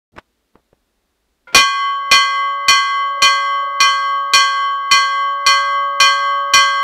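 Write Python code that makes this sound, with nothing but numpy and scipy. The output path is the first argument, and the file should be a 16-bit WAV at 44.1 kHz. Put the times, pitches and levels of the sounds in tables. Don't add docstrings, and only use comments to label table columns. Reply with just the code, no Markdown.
import sys
import numpy as np
from scipy import signal
from scipy.fft import rfft, irfft
from scipy.io import wavfile

SR = 44100
rng = np.random.default_rng(int(sys.argv[2]) if len(sys.argv) > 2 else 0)


def persist_wave(psi):
    counts = np.round(np.clip(psi, -1, 1) * 32767).astype(np.int16)
    wavfile.write(sys.argv[1], SR, np.atleast_2d(counts).T)


N = 301203
HUM_HZ, TOP_HZ = 565.6, 15700

# start_s, force_db, harsh_db, hum_db, swell_db_per_s, tierce_db, nominal_db, nominal_beat_0to1, drone_db
STROKES = [(1.5462, 2, 11.5, -63.5, 29.5, -10, -2.5, 1, -5), (2.1139, 1, 5.5, -48.5, 17.5, -3, 4, 0.42, -1),
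           (2.6831, 0.84, 1.5, -63, 51.5, -4.5, 2.5, 0.44, -2),
           (3.2203, 0, 1.5, -37.5, -3, 0, 1.5, 0.24, -7), (3.8033, -0.9, -2, -43.5, 7, 1.7, -3.5, 0.7, 3.5),
           (4.335, 2, 0, -41, -18, -4, -5, 1, -2), (4.9126, -0.3, -3.5, -46, 16.5, -4, -1, 0.6, 0),
           (5.4641, -1.5, -3, -35.5, 4, 2.5, 0.2, 0.5, 7.5), (6.0012, 0.9, 1, -36, 7, 3.5, -2, 0.6, 3.5),
           (6.5358, 2.56, -2, -33, -22, 2.5, -.5, 0.6, -12)]
# pitch_hz, ring_db, t60_s, flare_db, unscaled_flare_s, beat_hz, beat_0to1
PARTIALS = [(1113.3, -12.5, 7, -19.5, 0.12, 3.0, 0.2), (1254.5, -29.8, 9.0, -32.1, 0.065, 2.5, 0.11),
            (1585.6, -20.5, 3.52, -22, 0.11, 1.0, 0.28), (2047.0, -23, 2.5, -17.5, 0.13, 3.5, 0.55),
            (2437.0, -26.5, 0.66, -11.5, 0.058, 5.5, 0.65), (3068.0, -27.5, 3.21, -13.7, 0.093, 3.0, 0.33),
            (3211.0, -30, 0.95, -30, 0.12, 4.5, 0.35), (3282.0, -26, 1.35, -40, 0.14, 1, 0.3),
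            (4177.0, -24.5, 0.57, -20.0, 0.022, 7.1, 0.12), (4247.0, -28.5, 1.22, -22, 0.02, 1.1, 0.3),
            (4332.0, -24.0, 0.85, -21.0, 0.095, 1.1, 0.6), (4523.0, -22.0, 0.48, -20.0, 0.029, 15.9, 0.15),
            (5316.0, -41.0, 0.87, -39.0, 0.071, 8.8, 0.12), (5426.0, -38.0, 0.51, -28.0, 0.074, 4.1, 0.36),
            (5525.0, -28, 0.87, -33, 0.055, 3.4, 0.4), (5728.0, -26.0, 0.41, -22.0, 0.052, 9.8, 0.23),
            (5770.0, -21.0, 0.43, -24.0, 0.043, 10.0, 0.15),
            (6180.0, -32.0, 0.49, -40.0, 0.095, 12.0, 0.28), (6487.0, -58.0, 0.97, -33.0, 0.09, 3.7, 0.53),
            (6850.0, -35.0, 0.76, -30.0, 0.034, 7.5, 0.4), (7063.0, -31.0, 0.36, -42.0, 0.071, 18.3, 0.09),
            (7303.0, -47.0, 0.99, -45.0, 0.039, 9.6, 0.56), (7822.0, -32.0, 0.43, -39.0, 0.044, 20.2, 0.37),
            (8235.0, -44.5, 0.85, -46, 0.037, 3.4, 0.3), (8382.0, -41.0, 0.46, -46.0, 0.093, 14.8, 0.31),
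            (9028.0, -45.0, 0.46, -55.0, 0.1, 10.8, 0.39), (9647.0, -45.0, 0.56, -51.0, 0.058, 13.3, 0.14),
            (11130.0, -47, 0.44, -47, 0.06, 5, 0.3), (11480.0, -49, 0.46, -52, 0.05, 8, 0.3),
            (12580.0, -48.5, 0.42, -49.0, 0.043, 21.2, 0.16)]
# middle_s, half_length_s, depth_0to1
HUM_WAVERS = [(2.08, .15, 0.6), (3.21, 0.22, 0.66), (3.682, 0.12, 0.9)]
# pitch_hz, gain_db
SHIMMER_EQ = [(2100, -11.5), (2500, 3.5), (2800, -14), (3200, 14.5), (3750, -13), (4400, 14), (5000, -16.5),
              (5800, 5.5), (7000, -14), (9500, -15.5), (12500, -19), (15500, -12)]
# pitch_hz, typical_t60_s
SHIMMER_DECAY = [(2100, 0.75), (4000, 0.48), (7000, 0.6), (15000, 0.2)]
# frequency_hz, relative_db
BURST_EQ = [(30, -8), (100, -9), (250, -5.5), (400, -7.5), (550, 3.5), (800, -6.5), (1100, 5), (1800, 0.5),
            (3000, 3), (3700, 3.5), (4400, 4.5), (5050, -1.5), (5800, 4), (7000, -6.5), (10000, -10.5),
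            (15500, -25)]
# frequency_hz, t60_s
WASH_DECAY = [(50, 0.12), (300, 0.59), (1200, 0.29), (4000, 0.19), (8000, 0.16), (15000, 0.17)]
# frequency_hz, relative_db
HISS_EQ = [(30, -28.5), (300, -21.5), (550, -11.5), (850, -1), (1200, 12.5), (1800, -2), (2400, 2),
           (3200, -5), (3700, -10.5), (4400, -15), (6000, -10), (7500, -20.5), (15500, -42)]
# pitch_hz, level_db, t60_s
FRAME_MODES = [(97, -57, 2.1), (473, -68.5, 8.5), (990, -58.5, 3.6)]
# start_s, ring_db, scrape_db
CLINKS = [(1.471, -31, -42), (1.523, -44.5, -31.5)]
# pitch_hz, level_db, t60_s
LATCH_MODES = [(525, -11, .3), (990, -10, .3), (1450, 3.5, 0.066), (1400, -4.5, 0.61), (2100, -7, .2),
               (2310, -16.5, 0.6), (3240, -24, .3)]
# start_s, level_db, cutoff_hz
KNOCKS = [(0.1632, -35, 2200), (0.167, -35, 1500), (0.1787, -25, 1600), (0.1836, -21, 2100),
          (.1918, -37, 3000), (0.5549, -37, 1090), (0.7292, -38.5, 734)]
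# start_s, length_s, level_db, cutoff_hz
RUBS = [(.122, 0.076, -53, 400), (.157, 0.032, -47, 1700), (0.538, .07, -58.5, 900),
        (1.995, 0.11, -59.5, 650)]
# frequency_hz, relative_db
ROOM_EQ = [(15, -49.5), (25, -4.5), (59, 1), (119, -22.5), (227, -7.5), (803, -17), (1800, -20),
           (3000, -23), (3620, -21), (5560, -26), (15500, -32)]


def bell_partials(rise_s=0.00049, stir_hz=20, ring_rough=0.33, flare_trim_db=-3.5, flare_scale=0.85):
    starts, force_db, harsh_db, _, _, tierce_db, nominal_db, nominal_beat, _ = np.transpose(STROKES)
    nth = np.arange(len(starts)) - len(starts) / 2
    low_accents_db = [0.15 * nth, tierce_db, 0.46 * nth + 0.4 * force_db, nominal_db, 0.85 * harsh_db]
    now = np.arange(int(starts[0] * SR) + 1, N) / SR
    stroke = np.searchsorted(starts, now, "right") - 1
    age = np.clip(((now - starts[stroke]) * SR).astype(int), 0, SR - 1)
    t, out = np.arange(SR) / SR, np.zeros(len(now))
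    for row, (hz, ring_db, t60, flare_db, flare_s, beat_hz, beat_depth) in enumerate(PARTIALS):
        accent_db = low_accents_db[row] if row < len(low_accents_db) else force_db
        depth = nominal_beat[stroke] if row == 3 else beat_depth
        beat = 1 + depth * np.exp(2j * np.pi * beat_hz * t)[age]
        ring = amp(ring_db) * fade(t, t60)
        flare = amp(flare_db + flare_trim_db) * np.exp(-(t / (flare_scale * flare_s) - 0.37) ** 2)
        flare_gain = amp(0.7 * force_db + 0.3 * accent_db)
        stir = hz ** 2 / (hz ** 2 + 3000 ** 2) * flutter(now, stir_hz)
        swing = ring[age] * amp(accent_db)[stroke] * beat * (1 + ring_rough * stir)
        swing += flare[age] * flare_gain[stroke] * (1 + stir)
        tone = np.exp(2j * np.pi * (hz * now + rng.random()))
        out += (smooth(swing, rise_s) * tone).real
    return np.pad(out, (N - len(out), 0))


def bell_hum(flare_db=-43, flare_s=0.073, settle_s=0.006, waver_hz=24):
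    t, level = np.arange(N) / SR, np.zeros(N)
    for start, _, harsh_db, hum_db, swell_db_per_s, *_ in STROKES:
        age = np.clip(t - start, 0, 1)
        ring = amp(hum_db + swell_db_per_s * age)
        flare = amp(flare_db + 0.7 * harsh_db) * np.exp(-(age / flare_s) ** 2)
        level = np.where(t >= start, ring + flare, level)
    waver = sum(depth * np.exp(-((t - middle) / half_s) ** 2) for middle, half_s, depth in HUM_WAVERS)
    wobble = 1 + waver * flutter(t, rate_hz=9) * np.sin(2 * np.pi * waver_hz * t)
    tone = (wobble * np.exp(2j * np.pi * HUM_HZ * t)).real
    return np.sqrt(2) * smooth(level, settle_s) * tone


def bell_shimmer(level_db=-38, rise_s=0.0018, count=130, lowest_hz=2100):
    t, out = np.arange(SR * 3 // 4) / SR, np.zeros(N)
    spread = (np.arange(count) + rng.random(count)) / count
    hz = lowest_hz + (TOP_HZ - lowest_hz) * spread ** 1.5
    gains = amp(read(SHIMMER_EQ, hz) + rng.uniform(-7, 5, count))
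    t60 = read(SHIMMER_DECAY, hz) * (0.75 + 0.5 * rng.random(count) ** 2)
    phase = 2 * np.pi * (hz[:, None] * t + rng.random((count, 1)))
    modes = np.sin(phase) * fade(t, t60[:, None])
    attack = 1 - np.exp(-t / rise_s)
    for start, force_db, *_ in STROKES:
        blend = gains * (1 + 0.4 * rng.standard_normal(count))
        add(out, start, amp(level_db + force_db) * (blend @ modes) * attack)
    return out


def overload_and_tail(burst_db=-19, burst_s=0.032, rumble_hz=600, wash_db=-26, hiss_db=-44, hiss_t60=1.68):
    t, out = np.arange(SR) / SR, np.zeros(N)
    colour = lambda f: amp(read(BURST_EQ, f))
    for start, force_db, harsh_db, *_, drone_db in STROKES:
        hz, when, bands = signal.stft(noise(colour, SR), SR, nperseg=512)
        bands *= fade(when, read(WASH_DECAY, hz)[:, None])
        wash = signal.istft(bands, SR)[1][:SR]
        burst = noise(lambda f: colour(f) * amp(0.82 * harsh_db / (1 + (f / rumble_hz) ** 2)), SR)
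        length_s = burst_s * np.exp(harsh_db / 30)
        burst *= amp(burst_db + harsh_db) * np.exp(-(t / length_s) ** 2)
        hiss = amp(hiss_db) * noise(lambda f: amp(read(HISS_EQ, f)), SR) * fade(t, hiss_t60)
        drone = sum(amp(db) * fade(t, t60) * np.sin(2 * np.pi * f * t) for f, db, t60 in FRAME_MODES)
        tail = (hiss + amp(drone_db) * drone) * (1 - t ** 2)
        add(out, start, burst + amp(force_db) * (amp(wash_db) * wash + tail))
    return out


def latch_clinks(rise_s=0.006, scrape_t60=0.22, low_cut_hz=350, cutoff_hz=2300):
    t, out = np.arange(SR // 2) / SR, np.zeros(N)
    attack = 1 - np.exp(-t / rise_s)
    for start, ring_db, scrape_db in CLINKS:
        ring = sum(amp(db) * fade(t, t60) * np.sin(2 * np.pi * (hz * t + rng.random()))
                   for hz, db, t60 in LATCH_MODES)
        scrape = band_noise(low_cut_hz, cutoff_hz, slope=3, size=len(t)) * fade(t, scrape_t60)
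        add(out, start, (amp(ring_db) * ring + amp(scrape_db) * scrape) * attack)
    return out


def handling(rise_s=0.00091, knock_t60=0.018, tail_db=-17, tail_t60=0.069, low_cut_hz=70):
    t, out = np.arange(SR // 2) / SR, np.zeros(N)
    dull = lambda cutoff_hz: band_noise(low_cut_hz, cutoff_hz, slope=2.64, size=len(t))
    attack = 1 - np.exp(-(t / rise_s) ** 2)
    decay = fade(t, knock_t60) + amp(tail_db) * fade(t, tail_t60)
    for start, level_db, cutoff_hz in KNOCKS:
        add(out, start, amp(level_db) * dull(cutoff_hz) * attack * decay)
    for start, length_s, level_db, cutoff_hz in RUBS:
        arch = np.sin(np.pi * np.minimum(t / length_s, 1))
        add(out, start, amp(level_db) * dull(cutoff_hz) * np.sqrt(np.maximum(arch, 0)))
    return out


def room_tone(level_db=-67, duck_db=-7):
    ringing = np.arange(N) > STROKES[0][0] * SR
    return amp(level_db + duck_db * ringing) * noise(lambda f: amp(read(ROOM_EQ, f)), N)


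def amp(db):
    return 10 ** (np.asarray(db) / 20)


def unit_rms(x):
    return x / np.sqrt(np.mean(abs(x) ** 2) + 1e-20)


def read(curve, hz):
    f, value = np.transpose(curve)
    return np.interp(np.log(hz + 1), np.log(f + 1), value)


def fade(t, t60):
    return np.exp(-np.log(1000) * t / t60)


def smooth(envelope, lag_s):
    pole = np.exp(-1 / (lag_s * SR))
    return signal.lfilter([1 - pole], [1, -pole], envelope)


def add(mix, start_s, sound):
    part = mix[max(round(start_s * SR), 0):][:len(sound)]
    part += sound[:len(part)]


def noise(colour, size):
    spectrum = rfft(rng.standard_normal(size)) * colour(np.fft.rfftfreq(size, 1 / SR))
    return unit_rms(irfft(spectrum, size))


def band_noise(low_cut_hz, cutoff_hz, slope, size):
    return noise(lambda f: f / np.hypot(f, low_cut_hz) / (1 + (f / cutoff_hz) ** slope), size)


def flutter(t, rate_hz, control_hz=200):
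    knots = np.arange(0, t[-1] + 1, 1 / control_hz)
    steps = rng.standard_normal((len(knots), 2)) @ [1, 1j]
    pole = np.exp(-2 * np.pi * rate_hz / control_hz)
    drift = signal.lfilter([1], np.poly([pole, pole]), steps)
    return np.interp(t, knots, unit_rms(drift))


def scene():
    room = room_tone()
    bell = bell_partials() + bell_hum() + bell_shimmer() + overload_and_tail()
    return (bell + latch_clinks() + handling() + room)[None]


def record(dry, open_s=0.12, ceiling=0.94, knee=8):
    heard = dry * (np.arange(N) > open_s * SR)
    clipped = heard / (1 + abs(heard / ceiling) ** knee) ** (1 / knee)
    high_cut = signal.firwin(511, TOP_HZ, window=("kaiser", 9), fs=SR)
    return signal.oaconvolve(clipped, high_cut[None], "same")


dry = scene()
out = record(dry)
persist_wave(out)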